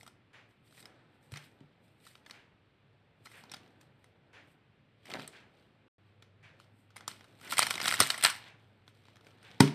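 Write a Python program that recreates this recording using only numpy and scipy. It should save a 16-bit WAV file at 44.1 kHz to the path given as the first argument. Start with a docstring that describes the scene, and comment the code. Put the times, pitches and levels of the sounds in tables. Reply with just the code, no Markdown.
"""Quiet room, phone microphone close to a plastic puzzle cube being turned in the hands over a table.
From the start: coloured noise and two wavering hums for the room, shaped hiss for sliding layers, and short
chatters of contacts ringing the cube's modes. A wall clock ticks far off as swelling noise; from 1.3 s smooth
pushes ring the table top. Just past the middle, at 5.9 s, all sound drops out for a tenth of a second.
The turning is loudest from 7.5 to 8.3 s, then calms; at 9.6 s the cube is set down with a knock."""
import sys
import numpy as np
from scipy import signal
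from scipy.fft import rfft, irfft
from scipy.io import wavfile
from scipy.ndimage import uniform_filter1d

SR = 44100
rng = np.random.default_rng(int(sys.argv[2]) if len(sys.argv) > 2 else 0)


def dump(signal):
    """Clip the signal to [-1, 1] and save it as 16-bit WAV at the path in sys.argv[1]."""
    limited = np.clip(np.atleast_2d(signal).T, -1, 1)
    pcm = np.round(limited * 32767).astype(np.int16)
    wavfile.write(sys.argv[1], SR, pcm)


def makeup_ratio(level_db):
    """Linear amplitude ratio for a level in decibels (20 dB per factor of ten)."""
    decades = np.asarray(level_db, float) / 20
    return 10 ** decades


N = 429534
T = np.arange(N) / SR

# Spectrum of the room noise: pitch_hz [Hz], density_db [dB per Hz, relative]
ROOM_NOISE_COLOUR = [(25, -27), (65, -12.5), (86, -9.5), (109, -2), (270, -13), (450, -15.5), (800, -22),
                     (1300, -22.5), (2500, -23), (3600, -29), (4800, -40), (6500, -51), (8500, -52),
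                     (15000, -58.5)]
# Low hums of the room: pitch_hz [Hz], width_hz [Hz, band of the noise that makes it waver],
# early_db [dB rms], late_db [dB rms, from the start of the drop-out on]
HUMS = [(102.34, 4.1, -77.5, -67.5), (125.7, 6, -79.5, -77)]
# Layers sliding, fingers brushing, and some soft swells that go with the clock ticks:
# peak_s [s], level_db [dB rms of the middle band, before the rattle],
# rise_s, fall_s [s per 20 dB of level], treble_db [dB over level_db]
SWELLS = [(0.0, -68, .02, .13, 4), (.505, -72.5, 0.054, .1, -5), (.66, -71.5, .03, .2, 0),
          (.804, -58, 0.15, .08, 1), (.95, -72.5, 0.12, .4, -20), (1.151, -72, 0.12, .1, -10),
          (1.239, -69, 0.064, .15, -3.5), (1.345, -63, 0.083, .3, -3), (1.455, -61.5, 0.18, .05, -3),
          (1.6, -76, .1, .4, -20), (1.841, -71.5, 0.063, .3, -4.5), (2.071, -57.5, 0.094, .14, -0.5),
          (2.279, -68, 0.046, .15, -2), (2.355, -65, 0.2, .13, -16), (3.257, -59, 0.024, .02, 3),
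          (3.306, -68, .07, .2, 2), (3.388, -59.5, 0.19, .11, -3), (3.536, -58, 0.064, .09, -20),
          (3.65, -69, 0.23, .3, -11), (3.821, -67, 0.054, .1, -8), (4.04, -75, 0.23, .2, -7),
          (4.518, -71.5, .2, .09, -4), (5.066, -59.5, 0.03, .1, -11), (5.116, -53.5, 0.088, .2, -4.5),
          (5.218, -49.5, 0.13, .08, -13), (5.376, -61, 0.16, .09, -20), (5.61, -70, 0.3, .25, -11),
          (6.066, -75, 0.081, .18, -13), (6.613, -65.5, 0.077, .12, -10), (6.8, -75.5, 0.16, .15, -0.5),
          (6.97, -62, 0.032, .07, -7), (7.085, -54.5, 0.017, .2, -5), (7.3, -70, .3, .3, -7),
          (7.429, -55.5, 0.063, .3, -2.5), (7.525, -41, 0.066, .07, 2.5), (7.585, -24, 0.0079, .05, -6),
          (7.68, -44.5, 0.25, .25, 0.5), (7.865, -35.5, 0.092, .25, -0.5), (8.018, -24.5, 0.04, .04, -5.5),
          (8.07, -42, .03, .17, 3.5), (8.253, -23.5, 0.039, .045, 0), (8.347, -48, .04, .11, -7),
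          (8.479, -57, 0.23, .06, -15), (8.6, -72, .1, .6, -11), (8.89, -67, .05, .04, -4),
          (8.948, -69.5, .02, .25, -5.5), (9.08, -68, .15, .3, -12), (9.281, -66, 0.18, .2, -7.5),
          (9.466, -61.5, 0.16, .9, -14)]
# Low rustle of the hands: time_s [s], level_db [dB rms before the rattle]
LOW_RUSTLE = [(0, -65.5), (.3, -76), (.4, -68.5), (.65, -80.5), (.85, -61), (1.1, -68), (1.46, -68),
              (1.9, -73), (2.35, -66), (2.7, -79), (3.15, -75), (3.5, -61.5), (4.15, -73.5), (4.43, -67),
              (4.98, -85), (5.154, -40.5), (5.31, -64), (6.3, -79.5), (6.6, -66.5), (6.9, -80), (7.0, -62),
              (7.36, -65.5), (7.5, -55.5), (7.87, -50), (8.3, -65), (8.95, -74), (9.28, -65.5),
              (9.57, -61.5)]
# Spectrum of the hiss of rubbing: pitch_hz [Hz], density_db [dB per Hz, relative]
RUB_COLOUR = [(88, -37), (150, -0.5), (601, -7.5), (883, -8), (1050, -14.5), (1400, -5.5), (1600, -3),
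              (2020, -1), (3670, -1.5), (4050, -2), (6550, -22), (8410, -6.5), (10400, -21), (13900, -15),
              (15000, -38.5)]
# Clearer clicks, piece on piece and the cube touching the table:
# peak_s [s], level_db [dB, loudest 1.5 ms rms of 900-12000 Hz],
# pitch_hz [Hz, favoured ring], length_ms [ms, scales the chatter], treble_db [dB, gain of rings from 7 kHz up]
CLICKS = [(0.011, -49.5, 2050, 1.7, -17), (0.032, -53, 850, 7.2, -5), (0.066, -50.5, 1420, 7, -3),
          (0.078, -48.5, 1200, 7.7, -5), (0.726, -59.5, 1460, 3, -21), (0.828, -52.5, 830, 6, -17),
          (0.779, -52.5, 2020, 16, -14), (0.857, -44.5, 5140, 5.6, -7), (1.321, -49, 1740, 5.1, 0),
          (1.34, -41.5, 4200, 1.7, -28), (1.36, -46.5, 2070, 14, -24.5), (1.373, -42.5, 2240, 8.7, -11),
          (1.607, -62, 3180, 3.6, -39), (2.068, -52.5, 1356, 5.3, -3), (2.155, -49, 1514, 1, -8),
          (2.264, -49.5, 1760, 8.7, -24), (2.299, -47.5, 2110, 3.3, -14), (2.311, -41.5, 4300, 5.3, -14),
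          (3.259, -48.5, 1340, 11, -11.5), (3.271, -48, 2020, 6.2, -18), (3.317, -52.5, 2040, 25, -5),
          (3.439, -50.5, 910, 2.5, -36), (3.498, -50.5, 3850, 5.8, -24), (3.518, -42, 5500, 7.3, -8),
          (3.539, -41, 760, 3.6, -15), (3.544, -40, 4770, 5.9, -12), (3.568, -51, 757, 4.1, -20),
          (3.813, -57, 1800, 7.4, 2), (4.044, -55.5, 1400, 4.9, -9), (5.057, -50, 2060, 5.9, -2),
          (5.07, -50.5, 2350, 6.6, -19), (5.08, -53.5, 2350, 8.5, -24), (5.106, -41.5, 2450, 10, -26),
          (5.117, -40, 3060, 13, -27), (5.139, -33, 2800, 3.1, -46), (5.156, -49.5, 2280, 15, -15),
          (5.197, -39.5, 1850, 5.9, -48), (5.278, -41.5, 3880, 3.2, 9), (6.225, -52, 1400, 7.3, -26),
          (6.601, -50.5, 1333, 2.6, -7), (6.906, -60, 1440, 13, -32), (6.962, -50.5, 910, 8.4, -12),
          (6.967, -42, 2220, 8.1, 0), (6.98, -49, 2110, 8, -23), (7.009, -48, 1420, 6.4, -42),
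          (7.08, -29, 1390, 4.1, 0.5), (7.115, -45, 4200, 4, -21.5), (7.21, -51, 1491, 3.2, -34),
          (7.244, -55.5, 1450, 9, -14), (7.414, -51.5, 1366, 3.9, -25), (7.477, -45, 2190, 10.4, -12.5),
          (7.512, -39, 4110, 6, -5), (7.526, -27.5, 1400, 6.5, -22.5), (7.538, -37, 2170, 6.2, -9.5),
          (7.571, -30, 2057, 16, -2), (7.582, -27, 3120, 15.3, 3), (7.593, -14, 1380, 3.1, 2.5),
          (7.622, -22.5, 2240, 3.9, -0.5), (7.629, -21.5, 4650, 9.4, -6), (7.669, -26, 1790, 9.5, -4),
          (7.709, -22.5, 1536, 7.2, -5.5), (7.741, -33, 3470, 8, -21.5), (7.756, -33, 3846, 5.8, -7),
          (7.78, -30.5, 2090, 5.7, -20.5), (7.803, -29.5, 2050, 9.2, -19.5), (7.816, -29.5, 4865, 13, -12),
          (7.844, -35.5, 1468, 13, -8), (7.858, -24.5, 1966, 6, -12.5), (7.881, -20.5, 4310, 6.1, -2),
          (7.89, -30.5, 4955, 19, -7.5), (7.913, -24.5, 2050, 1.1, -14), (7.925, -24.5, 1380, 7.1, -8.5),
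          (7.941, -24.5, 2060, 8.8, -4.5), (7.993, -34.5, 1437, 12, 0.5), (8.004, -12.5, 1340, 7, 7.5),
          (8.023, -24, 3960, 9.8, -17), (8.032, -25.5, 3980, 10, -0.5), (8.104, -19, 4390, 6.4, -10),
          (8.144, -33.5, 2000, 19, -13), (8.179, -37.5, 2097, 20.7, -1), (8.238, -20, 2034, 7.5, 3),
          (8.25, -14.5, 4030, 5.9, -3.5), (8.27, -38, 2300, 16, 1.5), (8.301, -29, 1600, 11.3, 0),
          (8.88, -50, 3490, 4.3, -40), (9.055, -58.5, 1400, 3, -24.5), (9.308, -59, 3140, 3.2, -20),
          (9.085, -55.5, 940, 2.2, -37), (9.159, -57, 2070, 3.6, -17), (9.211, -59.5, 3900, 5.1, -21),
          (9.248, -60, 2170, 6.5, -10), (9.43, -55.5, 2960, 5, 1), (9.169, -56, 1830, 3.4, -22),
          (9.269, -53, 1490, 5.3, -45), (9.515, -50, 3450, 1.8, -24), (9.606, -12.5, 980, 6, -9.5),
          (9.678, -35, 2650, 7.2, -21)]
# Rings of the cube, damped by the fingers: pitch_hz [Hz, before detuning], level_db [dB], t60_s [s]
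CUBE_MODES = [(125, 5.5, .02), (233, 5.5, 0.014), (420, -5.5, 0.01), (740, -11.5, .016), (920, -13.5, .014),
              (1400, -6.5, 0.032), (2096, -2.5, 0.013), (1820, -24.5, 0.021), (2450, -4.5, 0.015),
              (3240, -1, 0.011), (3840, -4, 0.019), (4370, -4, 0.013), (5070, 8.5, 0.0029),
              (5600, -2.5, 0.0037), (6900, -1.5, 0.0035), (8200, 7.5, 0.009), (9200, -2, 0.015),
              (11700, -10.5, .003), (11800, -9, 0.0032), (14100, -13.5, .003)]
# Diffuse tail of the room by band: centre_hz [Hz], t60_s [s], energy_db [dB re the sound sent into it]
ROOM_TAIL = [(158, 0.4, -30), (365, 0.88, -27), (1500, 0.33, -17.5), (3870, 0.31, -18.5), (9900, 0.22, -17)]
# Ticks of the far clock: start_s [s], level_db [dB rms, before the swell and the decay]
CLOCK_TICKS = [(0.331, -49), (1.335, -48.5), (2.33, -50.5), (3.33, -48.5), (4.33, -48), (5.329, -48.5),
               (6.428, -50.5), (7.43, -44), (8.445, -49.5), (9.439, -49.5)]
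# Spectrum of a clock tick: pitch_hz [Hz], density_db [dB per Hz, relative]
TICK_COLOUR = [(240, -42.5), (400, -6.5), (425, -9), (572, -8.5), (1330, -8), (1570, -1.5), (2120, -4),
               (2280, -2), (3410, -11.5), (14000, -48)]
# Blows on the table top: time_s [s], peak_db [dB], contact_ms [ms], bright_db [dB per octave over the 2nd mode]
THUDS = [(1.326, -30.5, 8.8, -3), (1.612, -41.5, 1.5, -3.5), (5.138, -37.5, 1.7, 17),
         (5.19, -37, 3.6, -0.5), (7.586, -39, 3.1, 0.9), (7.63, -41.5, 2.8, -5.5), (8.003, -26, 2.5, 1.5),
         (8.247, -45, 2.2, -3.5), (9.607, -1.5, 1.51, 1)]
# Rings of the table top: pitch_hz [Hz], level_db [dB], t60_s [s]
TABLE_MODES = [(105, -24, .2), (147, -1, 0.42), (127, -16, 0.17), (177, -10.5, 0.22), (208, 2, 0.11),
               (267, 4, 0.13), (293, -1.5, 0.087), (331.7, -5.5, 0.1), (233, -5.5, 0.17), (390, -5.5, 0.24),
               (420, -8, 0.18), (560, -14.5, .12), (699, -19, 0.15), (944, 9.5, .08), (1040, -0.5, .1),
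               (1210, -3.5, 0.076), (1404, -1, .06)]

ROOM_NOISE_DB = -68  # rms, before its low octaves swell
WANDER_DB, WANDER_PER_S = 3.5, 11  # random swells before smoothing, and their pace
REST_DB, REST_TREBLE_DB = -83, -105  # rubbing of hands at rest
TREBLE_STEEPER = 1.3  # the treble of a swell comes and goes faster
# Small ticks while anything slides: level and treble relative to the rubbing; none below STILL_DB
SMALL_PER_S, SMALL_DB, SMALL_SCATTER_DB, SMALL_TREBLE_DB = 34, 2.5, 2, -9.5
SMALL_MS, SMALL_LOW_HZ, SMALL_HIGH_HZ, STILL_DB = 4.5, 1300, 4500, -74
# Bass of a click: dB at level -36.5 dB and flat treble, change per dB of level and of treble,
# and extra dB within TOUCH_S of a thud louder than FIRM_THUD_DB
CLICK_BASS_DB, BASS_PER_LEVEL, BASS_PER_TREBLE, TOUCH_DB = -18, -.3, -0.17, 16.5
FIRM_THUD_DB, TOUCH_S = -37, .012
EDGE_HZ = 735  # the small pieces send out little below this
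TICK_ONSET = 0.15  # share of a clock tick there at once
TICK_EDGE_DB, TICK_EDGE_T60_S = -24.5, 0.31  # its brighter edge, re the tick
DROPOUT_START_S, DROPOUT_END_S = 5.8825, 5.9825


def level(x, db):
    """Scale to an rms level."""
    return x * makeup_ratio(db) / np.sqrt(np.mean(x ** 2))


def colour(x, points):
    """Shape a spectrum by (Hz, dB) points, joined along log frequency."""
    hz, db = np.transpose(points)
    f = np.maximum(np.arange(len(x) // 2 + 1) * SR / len(x), 1)
    return irfft(rfft(x) * makeup_ratio(np.interp(np.log(f), np.log(hz), db)), len(x))


def band(x, lo_hz, hi_hz):
    """Butterworth band-pass."""
    return signal.sosfilt(signal.butter(2, [lo_hz, hi_hz], "bandpass", fs=SR, output="sos"), x)


def highpass(x, order, hz):
    """Butterworth high-pass."""
    return signal.sosfilt(signal.butter(order, hz, "high", fs=SR, output="sos"), x)


def ring(modes, gain_db, detune, size):
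    """Free ringing of a struck body: a sum of dying sines."""
    hz, db, t60 = np.transpose(modes)[:, :, None]
    t = np.arange(size) / SR
    envelope = makeup_ratio(db + gain_db[:, None] - 60 * t / t60)
    return np.sum(envelope * np.sin(2 * np.pi * hz * detune[:, None] * t), axis=0)


def add(out, s, sound):
    """Mix a sound in at a time, trimmed to the scene."""
    i = int(s * SR)
    sound, i = sound[max(-i, 0):], max(i, 0)
    out[i:i + len(sound)] += sound[:N - i]


def wandering(x):
    """Each octave of the low room noise swells and sinks on its own."""
    hold, out = int(SR / WANDER_PER_S), x
    for lo_hz in (100, 200, 400):
        steps = np.repeat(rng.standard_normal(N // 1000), hold)[:N]
        walk = uniform_filter1d(uniform_filter1d(steps, hold), hold)
        out = out + band(x, lo_hz, 2 * lo_hz) * (makeup_ratio(WANDER_DB * walk) - 1)
    return out


def air():
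    """Room noise with two low hums, steady in level, whose phase follows narrow noise and so wavers."""
    after, hum = T > DROPOUT_START_S, 0
    for hz, width_hz, early_db, late_db in HUMS:
        noise = rng.standard_normal(N) + 1j * rng.standard_normal(N)
        drift = signal.sosfilt(signal.butter(2, width_hz / 2, fs=SR, output="sos"), noise)
        tone = np.real(drift / np.abs(drift) * np.exp(2j * np.pi * hz * T))
        hum = hum + level(tone, 0) * makeup_ratio(np.where(after, late_db, early_db))
    noise = level(colour(rng.standard_normal(N), ROOM_NOISE_COLOUR), ROOM_NOISE_DB)
    return wandering(noise) + hum


def swelling():
    """Level in dB of the rubbing hiss and of its treble: every swell rises to its peak and fades; powers add."""
    mid, top = np.full(N, makeup_ratio(2 * REST_DB)), np.full(N, makeup_ratio(2 * REST_TREBLE_DB))
    for s, db, rise_s, fall_s, treble_db in SWELLS:
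        span = slice(max(int((s - 4 * rise_s) * SR), 0), int((s + 4 * fall_s) * SR))
        down_db = 20 * np.maximum((s - T[span]) / rise_s, (T[span] - s) / fall_s)
        mid[span] += makeup_ratio(2 * (db - down_db))
        top[span] += makeup_ratio(2 * (db + treble_db - TREBLE_STEEPER * down_db))
    return 10 * np.log10(mid), 10 * np.log10(top)


def rattle(per_s):
    """Random bumps of uneven size, each about 3 ms long."""
    bumps = (rng.random(N) < per_s / SR) * rng.exponential(size=N)
    return signal.fftconvolve(bumps, np.hanning(150), "same")


def rubbing(mid_db, top_db):
    """Plastic rubbing, hands rustling and the soft swells: a hiss broken into rattles, more so when louder."""
    out, shared = 0, rattle(110)
    effort = np.clip((mid_db + 70) / 25, .25, 1.2)
    rub = colour(rng.standard_normal(N), RUB_COLOUR)
    rustle_db = np.interp(T, *np.transpose(LOW_RUSTLE))
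    for lo_hz, hi_hz, db in [(845, 6000, mid_db), (4200, 14200, top_db), (180, 1190, rustle_db)]:
        # every band follows the shared rattle and one of its own
        grain = 1 + effort * (shared + .6 * rattle(300) - .7)
        out = out + level(band(rub, lo_hz, hi_hz), 0) * grain * makeup_ratio(db)
    return out


def small_ticks(mid_db, top_db):
    """Rows like CLICKS at random moments, strength and treble following the hiss; none while it is faint."""
    place, size, pitch, length = rng.random((int(SMALL_PER_S * N / SR), 4)).T
    s = (np.arange(len(place)) + place) / SMALL_PER_S
    i = (s * SR).astype(int)
    db = mid_db[i] + SMALL_DB + SMALL_SCATTER_DB * (2 * size - 1)
    ring_hz = SMALL_LOW_HZ * (SMALL_HIGH_HZ / SMALL_LOW_HZ) ** pitch
    treble_db = top_db[i] - mid_db[i] + SMALL_TREBLE_DB
    rows = np.array([s, db, ring_hz, SMALL_MS * (.5 + length), treble_db]).T
    return list(rows[mid_db[i] > STILL_DB])


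def clicks(rows):
    """Each click is a chatter of contacts a few ms long that rings the cube from another spot, favouring one ring.
    Returns the sound towards the microphone and the evener sound sent all round the room."""
    near, around = np.zeros(N), np.zeros(N)
    hz = np.array(CUBE_MODES)[:, 0]
    t_ms = np.arange(-440, 880) / SR * 1000
    firm = np.array([s for s, db, *_ in THUDS if db > FIRM_THUD_DB])
    for s, db, ring_hz, ms, treble_db in rows:
        touching = np.abs(firm - s).min() < TOUCH_S
        bass_db = CLICK_BASS_DB + BASS_PER_LEVEL * (db + 36.5) + BASS_PER_TREBLE * treble_db
        bass_db = bass_db + TOUCH_DB * touching
        tilt_db = np.interp(np.log(hz), np.log([480, 760, 4200, 7000]), [bass_db, 0, 0, treble_db])
        # another spot of the cube: other strengths, slightly other pitches
        chance = rng.standard_normal((2, len(CUBE_MODES)))
        spot_db = tilt_db + 1.5 * chance[0]
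        detune = 1 + 0.05 * chance[1]
        # the favoured ring and a very short one join the upper modes
        modes = CUBE_MODES[3:] + [(ring_hz, 7, .009), (2800, 9, .0012)]
        pieces = ring(modes, np.append(spot_db[3:], [0, 0]), np.append(detune[3:], [1, 1]), size=1400)
        low_rings = ring(CUBE_MODES[:3], spot_db[:3], detune[:3], size=1400)
        body = highpass(pieces, 3, EDGE_HZ) + low_rings
        # contacts build up fast and thin out slowly
        envelope = np.exp(np.where(t_ms < 0, t_ms / min(0.19 * ms, 1.1), -t_ms / (0.46 * ms)))
        chatter = rng.standard_normal(len(t_ms)) * envelope
        # the main contact carries a good part of the energy
        chatter[440] += .65 * np.linalg.norm(chatter)
        sound = signal.fftconvolve(body, chatter)
        loudest = uniform_filter1d(band(sound, 900, 12000) ** 2, size=66).max()
        sound *= makeup_ratio(db) / np.sqrt(loudest)
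        add(near, s + (t_ms[0] - .7) / 1000, sound)
        # heard from all sides at once the rings blur together
        even = ring(CUBE_MODES, tilt_db, np.ones(len(CUBE_MODES)), size=1400)
        even = even * makeup_ratio(-60 * np.arange(1400) / SR / .006)
        even = highpass(even, 3, EDGE_HZ)
        add(around, s, even * np.linalg.norm(sound) / np.linalg.norm(even))
    return near, around


def room(x):
    """Diffuse tail: bands of noise, each dying at its own rate."""
    t, tail = np.arange(SR // 2) / SR, 0
    for hz, t60, db in ROOM_TAIL:
        noise = level(band(rng.standard_normal(len(t)), hz / 1.64, min(hz * 2.2, 16000)), 0)
        # the root brings the decaying noise to unit energy
        tail = tail + makeup_ratio(db - 60 * t / t60) * noise * np.sqrt(14 / t60 / SR)
    return signal.fftconvolve(x, tail * (1 - np.exp(-t / 0.00043)))[:N]


def clock():
    """Too far for a direct click: a soft bright edge, a swell of reflections, then it dies with the room."""
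    out, t = np.zeros(N), np.arange(SR // 3) / SR
    swell = 1 - (1 - TICK_ONSET) * np.exp(-t / 0.034)
    for s, db in CLOCK_TICKS:
        wash = level(colour(rng.standard_normal(len(t)), TICK_COLOUR), db)
        edge = level(band(rng.standard_normal(len(t)), 1800, 8000), db + TICK_EDGE_DB)
        add(out, s, wash * swell * makeup_ratio(-60 * t / 0.39) + edge * makeup_ratio(-60 * t / TICK_EDGE_T60_S))
    return out


def thuds():
    """A smooth push rings the table top; each blow has its own length and brightness."""
    out = np.zeros(N)
    octaves = np.log2(np.array(TABLE_MODES)[:, 0] / TABLE_MODES[1][0])
    for s, db, contact_ms, bright_db in THUDS:
        push = np.hanning(max(int(contact_ms * SR / 1000), 4))
        rings = ring(TABLE_MODES, bright_db * octaves, np.ones(len(TABLE_MODES)), size=12000)
        sound = signal.fftconvolve(rings, push)
        add(out, s - .0025, sound * makeup_ratio(db) / np.abs(sound).max())
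    return out


def scene():
    """All sources at one microphone, which passes little deep bass; the far clock and the room noise come in
    after that cut."""
    mid_db, top_db = swelling()
    near, around = clicks(CLICKS + small_ticks(mid_db, top_db))
    rub, knocks = rubbing(mid_db, top_db), thuds()
    close = near + rub + knocks + room(around + rub + knocks)
    mono = highpass(close, 4, 108) + clock() + air()
    return np.array([mono, mono])


def low_pass(x):
    """Removes everything above the highest recorded frequency."""
    return signal.sosfilt(signal.butter(12, 15640, fs=SR, output="sos"), x)


def record(dry):
    """The treble differs a little between the channels; the top is cut; the sound drops out once."""
    smear = rng.standard_normal(900) * np.exp(-np.arange(900) / 150)
    smeared = signal.fftconvolve(dry[0], smear / np.linalg.norm(smear))[:N]
    side = highpass(smeared, 12, 5400)
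    stereo = dry + makeup_ratio(-10.5) * side * np.array([[1], [-1]])
    stereo = signal.sosfilt(signal.ellip(8, .3, 60, 14400, fs=SR, output="sos"), stereo)
    stereo = stereo * ((T < DROPOUT_START_S) | (T > DROPOUT_END_S))
    mix = np.clip(stereo, -1, 1)
    return low_pass(mix)


dry = scene()
out = record(dry)
dump(out)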